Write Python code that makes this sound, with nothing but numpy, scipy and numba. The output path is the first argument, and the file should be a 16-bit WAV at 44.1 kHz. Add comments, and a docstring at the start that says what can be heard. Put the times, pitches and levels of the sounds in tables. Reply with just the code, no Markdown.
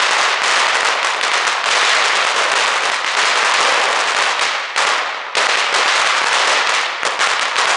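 """A sharp bang comes first, over a roar already in the air: a string of firecrackers burns in a city street.
Each cracker sends a short shock wave, then a clatter of echoes off shop fronts and balconies,
then a roar of shaped noise that rolls down the street, with single duller pops from further along.
The fuse races in places and stalls in others, letting the roar die away over a low city rumble.
The camera stands some way off; its limiter ducks at each bang and its input clips."""
import sys
import numpy as np
from scipy import signal
from scipy.fft import rfft, irfft, next_fast_len
from scipy.io import wavfile
from numba import njit

SR = 44100
rng = np.random.default_rng(int(sys.argv[2]) if len(sys.argv) > 2 else 0)


def persist_wave(psi):
    """Save psi, clipped to +-1, as 16-bit WAV."""
    counts = np.round(np.clip(psi, -1, 1) * 32767).astype(np.int16)
    wavfile.write(sys.argv[1], SR, np.atleast_2d(counts).T)


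N = 342216  # length of the sound in samples

# All dB values in the tables are relative; each source adds its own overall level.
# Crackers that stand out or relight the string:
# t/s, shock level/dB, echo level/dB, boom of the echo level/dB, brightness of the echo level/dB
SINGLE_CRACKERS = [(0.005, 3.5, 0.5, 3.5, 6), (0.093, 2, 2.5, -0.5, -1), (0.419, -3, 0.5, 3, 2),
                   (0.548, -4, -3.5, 2.5, 5.5), (0.5584, -6, -3, -0.5, 0), (0.6688, 2, -7, -10, 7),
                   (0.7318, -12, 3.5, -0.5, -3.5), (0.831, 1, 4, 4, 0), (1.03, -2, 1.5, -1.5, -1.5),
                   (1.147, -10, -13, 15, -9), (1.2128, 2, 1, 2.5, 1), (1.317, 1, 2.5, 3, 1.5),
                   (1.4518, -4, 3.5, -2.5, -2), (1.6416, -2, 0, 3, 1.5), (1.6897, 4, 2, 3, 6.5),
                   (1.733, -2, 2, 4, 3.5), (2.539, 9, 4, 1.5, 1.5), (2.6507, -2, -4, -2.5, 0.5),
                   (3.046, -3, -3, 1, 3), (3.078, -5, -12, -6, 3), (3.1509, 2, 0.5, 3, -3.5),
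                   (3.929, -6, -6, -3, 0.5), (3.973, -8, -2, 3, 0.5), (4.0577, -15, -1, 0, 1),
                   (4.1484, -1, 3, 0, -2), (4.3943, -1, 1, 3.5, 4.5), (4.7622, -6, 4.5, 3, 0.5),
                   (4.8517, 2, 3, 4, -1), (5.3524, -12, 5, 7.5, 2), (5.4694, 5.5, -1.5, -1, 8),
                   (5.556, 5, -1, -4.5, 3), (5.7265, -10, 4.5, 5.5, -1.5), (5.7429, -8, 3.5, 4.5, 2.5),
                   (6.6731, 3.5, 0.5, 2, -1.5), (6.7223, -10, -1, -5.5, 4), (7.033, 1, 2.5, 2.5, -6),
                   (7.1921, -6, 5.5, -3, -2), (7.202, -8, 2, -1, -0.5), (7.2734, 7.5, -1, -2.5, -2.5),
                   (7.3958, 6, -0.5, -0.5, -1), (7.5583, -5, -4, 6.5, 1.5), (7.5656, 1, 4, 2, -0.5),
                   (7.6565, 4.5, -1, 0, 0)]
# Stretches where the fuse races from cracker to cracker:
# first t/s, last t/s, echo level/dB, boom level/dB, brightness level/dB
FUSE_RUNS = [(0.165, 0.215, 1.5, 0.5, 2.5), (0.461, 0.6, 1.5, 3.5, 0.5), (1.785, 2.04, 1, 0.5, 2.5),
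             (2.109, 2.461, -1, 4.5, 0), (2.58, 2.891, -4, 1.5, -0.5), (3.18, 3.459, 0, 1, 1.5),
             (3.511, 3.649, 3, 3.5, 1), (3.72, 3.86, -1.5, 7, -2), (4.21, 4.251, -1, 0, 0),
             (4.77, 4.801, -1.5, -1.5, -1), (5.358, 5.37, 0, 4, -7), (5.87, 6.041, 1.5, 2.5, 1),
             (6.11, 6.25, -3.5, 3, -1), (6.29, 6.54, 1.5, 2.5, 0.5), (7.691, 7.74, 5, -2, -3.5)]
# The nearest house fronts: echo delay t/s, level/dB
NEAR_WALLS = [(0.017, -6), (0.02, -6.5), (.030, -13.5), (0.04, -6.5)]
# What hard fronts send back: f/Hz, level/dB
CLATTER_COLOUR = [(30, -44), (100, -21.5), (300, -21.5), (420, -9), (700, -9), (1100, -2), (1600, 0.5),
                  (2300, -1), (4000, 0), (7000, 3), (10000, -2.5)]
# Colour of the echoes from down the street: f/Hz, level/dB
FAR_COLOUR = [(30, -51.5), (250, -31), (500, -7), (1200, 6), (2500, 3), (5000, -16), (10000, -35)]
# The street's own colour in the roar: f/Hz, level per Hz/dB
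ROAR_COLOUR = [(25, -41), (80, -38.5), (160, -26.5), (320, -17), (390, -11), (540, -4.5), (690, -3.5),
               (1080, 2.5), (1300, 1.5), (1580, -2), (1850, -0.5), (4000, -7.5), (6500, -15),
               (10000, -30.5)]
# How the roar fades in each band: f/Hz, time to fall 60 dB t/s, long tail against first wash level/dB
STREET_BANDS = [(100, 2.2, -8), (500, 2.0, -7), (1100, 2.1, -6), (2000, 2.1, -5.5), (4000, 1.55, -5.5),
                (6500, 1.1, -5.5), (9500, .95, -5)]

RUN_RATE = 20  # crackers a second while the fuse races
RUN_JITTER = .4  # typical stray of a cracker from its turn, as a share of the gap
RUN_SHOCK_DB = -7  # usual direct shock in a run, on the scale of the single crackers
SHOCK_SPREAD_DB, ECHO_SPREAD_DB, COLOUR_SPREAD_DB = 5.5, 1.3, 3  # no two crackers are alike
BARK_SHARE, CRACK_SHARE = 0.76, 0.89  # how far the 2 kHz band and the treble follow the brightness
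GROUND_T60 = .05  # s for the scatter from road and parked cars to fall 60 dB
TOP_HZ = 10120  # centre of the final treble cut


def crackers():
    """The whole string: t/s, then level/dB of shock, echo, boom (500 Hz), bark (2 kHz), crack (treble)."""
    s, shock_db, echo_db, boom_db, bright_db = np.vstack([SINGLE_CRACKERS, racing_fuse()]).T
    return np.c_[s, shock_db, echo_db, boom_db, BARK_SHARE * bright_db, CRACK_SHARE * bright_db]


def racing_fuse(count=16):
    """A racing fuse lights crackers at uneven gaps and strengths; columns as in SINGLE_CRACKERS."""
    rows = []
    chances = np.clip(rng.standard_normal((len(FUSE_RUNS), 5, count)), -2, 2)
    for (first, last, echo_db, boom_db, bright_db), chance in zip(FUSE_RUNS, chances):
        crackers_in_run = max(2, round((last - first) * RUN_RATE) + 1)
        turns, gap = np.linspace(first, last, crackers_in_run, retstep=True)
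        stray, shock, echo, boom, bright = chance[:, :len(turns)]
        rows.append(np.c_[turns + RUN_JITTER * gap * stray,
                          RUN_SHOCK_DB + SHOCK_SPREAD_DB * shock,
                          echo_db + ECHO_SPREAD_DB * echo,
                          boom_db + COLOUR_SPREAD_DB * boom,
                          bright_db + COLOUR_SPREAD_DB * bright])
    return np.vstack(rows)


def shocks(bangs, length_s=0.0003, spread=.2, level_db=8, soft_hz=4500):
    """The direct shock of each cracker, its edges rounded on the way by a loss of treble."""
    s, shock_db = bangs.T[:2, :, None]
    t = np.arange(SR // 500) / SR
    lengths = length_s * np.exp(spread * rng.standard_normal(s.shape))
    waves = amp(shock_db + level_db) * n_wave(t, lengths)
    return filtered(impulses(s + t, waves), lambda hz: 1 / np.hypot(1, hz / soft_hz))


def clatter(bangs, first_s=.016, reach_s=.13, t60_s=0.4, scatter_db=6.0, facet_db=-7, wall_db=1.0,
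            drift_s=.0015, length_s=0.000552, spread=0.475, stretch=.04, count=60):
    """Each shock returns off the house fronts, then off many signs, shutters and balconies."""
    s, _, echo_db, boom_db, bark_db, _ = bangs.T[:, :, None]
    delay, near_db = np.transpose(NEAR_WALLS)
    # the string jumps about as it burns, so every path changes from bang to bang
    near = delay + drift_s * rng.standard_normal((len(s), len(delay)))
    late = first_s + reach_s * rng.random((len(s), count))
    uneven = np.clip(rng.standard_normal(late.shape), -2, 2)
    late_db = facet_db - 60 * late / t60_s + scatter_db * uneven
    times = s + np.hstack([near, late])
    sizes = amp(np.hstack([echo_db + near_db + wall_db, echo_db + late_db]))
    # small surfaces return short bright snaps, large ones longer and duller pops
    longer = stretch * (boom_db - bark_db)
    lengths = length_s * np.exp(longer + spread * rng.standard_normal(times.shape))
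    return pops(times, sizes, lengths, CLATTER_COLOUR)


def roar(bangs, level_db=-16.0, first_s=.015, rise_s=0.0081, wash_t60_s=0.49, ground_db=-3.0,
         earlier_db=3, bunch_db=1.25, patchy_db=0.73):
    """Countless echoes merge: a quick wash, then a long tail from which the air takes the treble first."""
    s, _, echo_db, boom_db, bark_db, crack_db = bangs.T
    colours = [0, boom_db, 0, bark_db, crack_db, crack_db, crack_db]  # one for each street band
    t = np.arange(2 * SR) / SR
    noise = filtered(rng.standard_normal(N), lambda hz: amp(along(ROAR_COLOUR, hz)))
    noise *= amp(bunch_db * wobble(300)) / noise.std()  # echoes arrive in bunches
    centres = np.transpose(STREET_BANDS)[0]
    opening = 1 - np.exp(-np.maximum(t - first_s, 0) / rise_s)
    # squared gains are powers; road and parked cars scatter before the walls answer
    ground = amp(ground_db - 60 * t / GROUND_T60) ** 2
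    out = np.zeros(N)
    for (_, t60, tail_db), colour_db, band in zip(STREET_BANDS, colours, np.eye(len(STREET_BANDS))):
        wash = amp(-60 * t / wash_t60_s) ** 2
        tail = amp(tail_db - 60 * t / t60) ** 2
        decay = wash + tail
        bang_power = impulses(s, amp(echo_db + colour_db) ** 2)
        power = signal.fftconvolve(bang_power, ground + opening * decay)[:N]
        power[:len(t)] += amp(earlier_db) ** 2 * decay  # the string is already burning
        envelope = np.sqrt(np.abs(power)) * amp(patchy_db * wobble(90))
        # each band fades in and out between the centres of its neighbours
        out += envelope * filtered(noise, lambda hz: along(np.c_[centres, band], hz))
    return amp(level_db) * out


def far_echoes(bangs, level_db=-20, first_s=.09, reach_s=.6, t60_s=1.2, scatter_db=4.0,
               length_s=0.00049, spread=0.65, count=50):
    """Houses further along keep returning single, duller pops, also while the fuse stalls."""
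    s, _, echo_db = bangs.T[:3, :, None]
    delay = first_s + reach_s * rng.random((len(s), count))
    size, shape = np.clip(rng.standard_normal((2, *delay.shape)), -2, 2)
    pop_db = echo_db + level_db - 60 * delay / t60_s + scatter_db * size
    return pops(s + delay, amp(pop_db), length_s * np.exp(spread * shape), FAR_COLOUR)


def rumble(level_db=-63, corner_hz=50):
    """The city's low background: noise that loses strength above the corner."""
    noise = filtered(rng.standard_normal(N), lambda hz: 1 / (1 + (hz / corner_hz) ** 2))
    return amp(level_db) * noise / noise.std()


def n_wave(t, length):
    """A shock: pressure jumps, slides through zero to the opposite side and jumps back; its mean is zero."""
    u = t / length
    wave = (2 * u - 1) * np.clip((1 - u) * length * SR, 0, 1)
    inside = u < 1
    return wave - inside * wave.sum(-1, keepdims=True) / inside.sum(-1, keepdims=True)


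def pops(times, sizes, lengths, colour):
    """Reflected shocks of the given sizes and lengths, coloured by the surfaces they met."""
    t = np.arange(SR // 600) / SR
    lengths = np.clip(lengths, 4 / SR, t[-1])
    waves = sizes[..., None] * n_wave(t, lengths[..., None])
    return filtered(impulses(times[..., None] + t, waves), lambda hz: amp(along(colour, hz)))


def impulses(times, sizes):
    """One spike of the given size at each time in seconds; spikes that meet add up."""
    at = np.maximum(np.round(np.ravel(times) * SR), 0).astype(int)
    return np.bincount(at, np.ravel(sizes), N)[:N]


def wobble(rate):
    """A random curve: rate random points a second, joined by straight lines."""
    knots = rng.standard_normal(int(N * rate / SR) + 4)
    return np.interp(np.arange(N) * rate / SR, np.arange(len(knots)), knots)


def filtered(x, response):
    """Shape a sound by multiplying its spectrum by a response of frequency."""
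    m = next_fast_len(len(x) + SR // 4)  # spare room at the end for the filter to ring out
    return irfft(rfft(x, m) * response(np.fft.rfftfreq(m, 1 / SR)), m)[:len(x)]


def along(points, hz):
    """Read (f/Hz, value) points on a log frequency axis."""
    f, v = np.transpose(points)
    return np.interp(np.log(hz + 1), np.log(f + 1), v)


def amp(db):
    """Decibels to gain."""
    return 10 ** (np.asarray(db) / 20)


@njit
def follower(level, attack, release):
    """A level meter that rises fast and sinks slowly; both are shares per sample."""
    out, held = np.zeros(len(level)), level[:SR // 20].mean() * 2
    for i in range(len(level)):
        held += (level[i] - held) * (attack if level[i] > held else release)
        out[i] = held
    return out


def scene():
    """The shocks, the street's answer and the city behind them."""
    bangs = crackers()
    return (shocks(bangs) + clatter(bangs) + far_echoes(bangs) + roar(bangs) + rumble())[None]


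def record(dry, knee_db=-9.5, attack_s=0.00079, release_s=0.016, top=0.84, gain_db=1.19, low_cut_hz=130):
    """The limiter is too slow for the shocks: they clip, and the gain dips just after them."""
    meter = follower(np.abs(dry[0]), 1 / (attack_s * SR), 1 / (release_s * SR))
    limited = amp(gain_db) * dry[0] / (1 + (meter / amp(knee_db)) ** 4) ** (1 / 4)
    clipped = limited / (1 + np.abs(limited / top) ** 6) ** (1 / 6)  # rounded clipping towards top
    x = filtered(clipped, lambda hz: 1j * hz / (low_cut_hz + 1j * hz))
    # the treble ends in a slope 200 Hz wide
    return filtered(x, lambda hz: np.clip((TOP_HZ - hz) / 200 + .5, 0, 1))[None]


dry = scene()
out = record(dry)
persist_wave(out)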